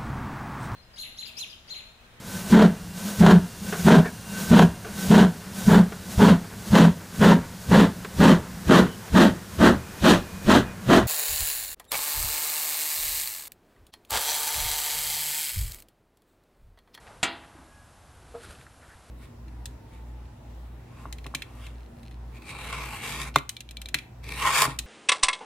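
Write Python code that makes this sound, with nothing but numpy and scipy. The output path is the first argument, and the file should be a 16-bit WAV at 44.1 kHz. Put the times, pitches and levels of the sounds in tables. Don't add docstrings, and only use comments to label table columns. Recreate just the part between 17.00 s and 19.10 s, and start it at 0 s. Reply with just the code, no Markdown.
import sys
import numpy as np
from scipy import signal
from scipy.fft import rfft, irfft
from scipy.io import wavfile

SR = 44100
rng = np.random.default_rng(int(sys.argv[2]) if len(sys.argv) > 2 else 0)


def pcm_store(signal):
    levels = np.round(np.clip(np.atleast_2d(signal), -1, 1) * 32767)
    wavfile.write(sys.argv[1], SR, levels.astype(np.int16).T)


N = 92610
T = np.arange(N) / SR
SLAM_S = 0.2296


def undb(db):
    return 10 ** (np.asarray(db) / 20)


def at_hz(hz, points):
    f, value = np.array(points, float).T
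    return np.interp(np.log(np.maximum(hz, 1)), np.log(f), value)


def shaped(gain):
    f = np.arange(N // 2 + 1) * SR / N
    noise = irfft(rfft(rng.standard_normal(N)) * gain(f), N)
    return noise / noise.std()


def coloured(points):
    return shaped(lambda f: undb(at_hz(f, points)))


def band(hz, width_hz):
    return shaped(lambda f: 1 / (1 + ((f * f - hz * hz) / (np.maximum(f, 1) * width_hz)) ** 2))


def walk(corner_hz):
    drift = shaped(lambda f: 1 / (1 + (f / corner_hz) ** 2) ** 2)
    return drift - drift.mean()


def decay(start_s, t60_s, rise_s=0.00017):
    age = np.maximum(T - start_s, 0)
    return (1 - np.exp(-age / rise_s)) * np.exp(-np.log(1000) * age / t60_s)


def swell(middle_s, half_s):
    return np.exp(-((T - middle_s) / half_s) ** 2)


def ring(start_s, modes):
    out, first = np.zeros(N), int(start_s * SR)
    for (hz, db, t60), sign in zip(modes, rng.choice([-1, 1], len(modes))):
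        age = T[:min(N - first, int(t60 * SR))]
        envelope = undb(db) * np.exp(-np.log(1000) * age / t60)
        out[first:first + len(age)] += sign * envelope * np.sin(2 * np.pi * hz * age)
    return out


def air(mid_db=-53.5, side_db=-72, rumble_below_hz=85, waver_db=2):
    # f/Hz, relative density/dB
    mid_spectrum = [(15, -74), (25, -12.5), (65, -0.5), (169, -11.5), (197, -16), (269, -14), (377, -21.5),
                    (718, -15), (1090, -18), (1520, -20.5), (1640, -20), (1770, -25), (4610, -31.5),
                    (11100, -31.5), (12000, -35), (15600, -66), (22000, -120)]
    # f/Hz, relative density/dB
    side_spectrum = [(25, 7.5), (70, -5.5), (250, -15), (1000, -35), (3000, -38.5), (6000, -18.5),
                     (10000, -19), (12000, -18), (13000, -60)]
    mid = coloured(mid_spectrum)
    rumble = signal.sosfiltfilt(signal.butter(2, rumble_below_hz, fs=SR, output="sos"), mid)
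    mid = mid - rumble + rumble * undb(waver_db * walk(3.3))
    side = coloured(side_spectrum) * np.array([[1], [-1]])
    return undb(mid_db) * mid + undb(side_db) * side


def clothes(grain_db=1.2, grain_hz=250):
    # t/s, level/dB
    sleeve_level = [(0, -58.5), (.09, -59.5), (.2, -61), (.7, -70), (1.25, -63.5), (1.39, -54.5),
                    (1.44, -46), (1.48, -51.5), (1.51, -47), (1.575, -57.5), (1.62, -52.5), (1.69, -68),
                    (1.88, -58.5), (2.0, -63), (2.1, -57)]
    # f/Hz, relative density/dB
    sleeve_spectrum = [(200, -3.5), (500, -2), (900, -13), (1400, -2.5), (1900, -10.5), (2700, -12),
                       (4200, -13), (6000, -20), (9000, -15.5), (12000, -20.5)]
    # middle t/s, half-width/s, level/dB, f/Hz, width/Hz
    shuffles = [(0.103, 0.079, -52.5, 666, 1150), (0.438, 0.024, -54, 1270, 1420),
                (0.555, 0.13, -56.5, 950, 950), (0.614, 0.12, -59, 270, 137), (1.29, 0.15, -60, 400, 514),
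                (1.84, 0.028, -56.5, 1470, 790), (1.913, 0.035, -55, 1620, 450)]
    # t/s, level/dB, f/Hz, t60/s
    bumps = [(.552, -46.5, 324, 0.11), (0.781, -46.5, 85, 0.079), (1.164, -46, 78, 0.25),
             (1.445, -45, 98.3, 0.35), (1.497, -36, 66, 0.11), (1.584, -44.5, 126, 0.18),
             (1.776, -47, 93, 0.17), (1.952, -44, 63, .08)]
    rub_db = np.interp(T, *np.array(sleeve_level).T) + grain_db * walk(grain_hz)
    sleeve = undb(rub_db) * coloured(sleeve_spectrum)
    shuffling = sum(undb(db) * swell(t, half) * band(hz, width) for t, half, db, hz, width in shuffles)
    bumping = sum(ring(t, [(hz, db, t60)]) for t, db, hz, t60 in bumps)
    return sleeve + shuffling + bumping


def fitting_ticks():
    # t/s, level/dB, f/Hz, width/Hz, t60/s
    ticks = [(0.0689, -41.5, 1870, 1500, 0.012), (0.075, -46, 1950, 1500, 0.028),
             (1.55, -50.5, 2730, 900, 0.051), (1.612, -45.5, 1830, 1600, 0.018),
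             (1.666, -46.5, 1560, 700, .045)]
    return sum(undb(db) * decay(t, t60) * band(hz, width) for t, db, hz, width, t60 in ticks)


def door_clash(sizzle_db=-26, thud_hz=302, thud_db=-22, thud_t60_s=0.013):
    # t/s, level/dB
    contacts = [(0.229, -18), (0.231, -19), (0.2363, -22.5), (.2485, -34)]
    # f/Hz, relative density/dB
    spectrum = [(35, -51), (60, -15), (316, -15.5), (441, -29), (719, -7), (1020, -25), (1370, -13),
                (1740, -16), (2180, -5), (2330, -10), (2970, -11.5), (4230, -12.5), (5400, -25),
                (7210, -15), (12000, -52), (15600, -63), (22000, -120)]
    power = sum((undb(db) * decay(t, t60_s=0.041, rise_s=0.00047)) ** 2 for t, db in contacts)
    chatter = np.sqrt(power) * coloured(spectrum)
    sizzle = undb(sizzle_db) * decay(SLAM_S, t60_s=0.1) * band(7250, width_hz=3300)
    thud = ring(SLAM_S, [(thud_hz, thud_db, thud_t60_s)])
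    return chatter + sizzle + thud


def door_panel(count=400, spacing_hz=13, scatter_db=3.2, weak_rms_db=-29.5):
    # f/Hz, level/dB, t60/s
    strong_modes = [(172, -44, .35), (260.5, -40, .52), (328, -40, .55), (679, -40, .6), (782, -37, .4),
                    (834.5, -44, .8), (985, -39, .38), (1124, -36, .2), (1276, -35, .28), (1358, -34, .26),
                    (1382, -36, .2), (1414, -38, .33), (1467, -40, .33), (1501, -41, .4),
                    (1875, -35.5, .33), (1928, -34.5, .33), (2033, -45, .55), (2088, -42, .42),
                    (2118, -34, .18), (2310, -29, .22), (2359, -34, .18), (2560, -35, .18),
                    (2599, -33, .25), (2662, -46, .65), (2798, -31, .3), (3105, -34, .26), (3239, -32, .18),
                    (3312, -40, .34), (3433, -33, .2), (3660, -40, .22), (3860, -37, .27), (4125, -37, .2),
                    (6363, -33, .085), (7280, -32, .085), (8520, -36, .09)]
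    # f/Hz, relative level/dB
    weak_spectrum = [(120, -20), (250, -6.5), (400, -4), (580, -6), (760, -2), (1050, -1), (1400, -4.5),
                     (1750, -3.5), (2400, -6), (3400, -3.5), (4500, -5.5), (5100, -7.5), (5600, -26)]
    # f/Hz, t60/s
    weak_t60 = [(200, 0.56), (900, 0.52), (2000, .44), (3500, 0.43), (5200, 0.27)]
    hz = spacing_hz * (np.arange(count) + 10 + rng.random(count))
    db = at_hz(hz, weak_spectrum) + scatter_db * rng.standard_normal(count)
    db += weak_rms_db - 10 * np.log10(np.sum(undb(db) ** 2) / 2)
    weak_modes = np.c_[hz, db, at_hz(hz, weak_t60)]
    return ring(SLAM_S, weak_modes) + ring(SLAM_S, strong_modes)


def whistle(hz=1652, level_db=-59.5, waver=0.0044):
    cycles = np.cumsum(hz * (1 + waver * walk(39))) / SR
    return undb(level_db) * swell(middle_s=0.756, half_s=0.115) * np.sin(2 * np.pi * cycles)


def glove_groan(scuff_db=-41, waver=0.012):
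    # t/s, relative level/dB
    slips = [(1.3405, -7), (1.3475, 0), (1.3515, -3), (1.3615, -8), (1.367, -9), (1.378, -9)]
    # f/Hz, level/dB for a 0 dB slip, t60/s
    modes = [(262, -47, 0.087), (466, -31, .1), (685, -37, .065), (1250, -45, 0.037)]

    def envelope(t60_s):
        return np.sqrt(sum((undb(db) * decay(t, t60_s, rise_s=0.0015)) ** 2 for t, db in slips))

    def tone(hz):
        cycles = np.cumsum(hz * (1 + waver * walk(112))) / SR
        return np.sin(2 * np.pi * cycles)

    scuff = undb(scuff_db) * envelope(t60_s=0.049) * band(780, width_hz=730)
    return scuff + sum(undb(db) * envelope(t60) * tone(hz) for hz, db, t60 in modes)


def scene():
    return air() + clothes() + fitting_ticks() + door_clash() + door_panel() + whistle() + glove_groan()


def record(dry):
    cutoff_hz = 11850
    return signal.sosfilt(signal.ellip(10, 0.2, 70, cutoff_hz, fs=SR, output="sos"), dry)


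dry = scene()
out = record(dry)
pcm_store(out)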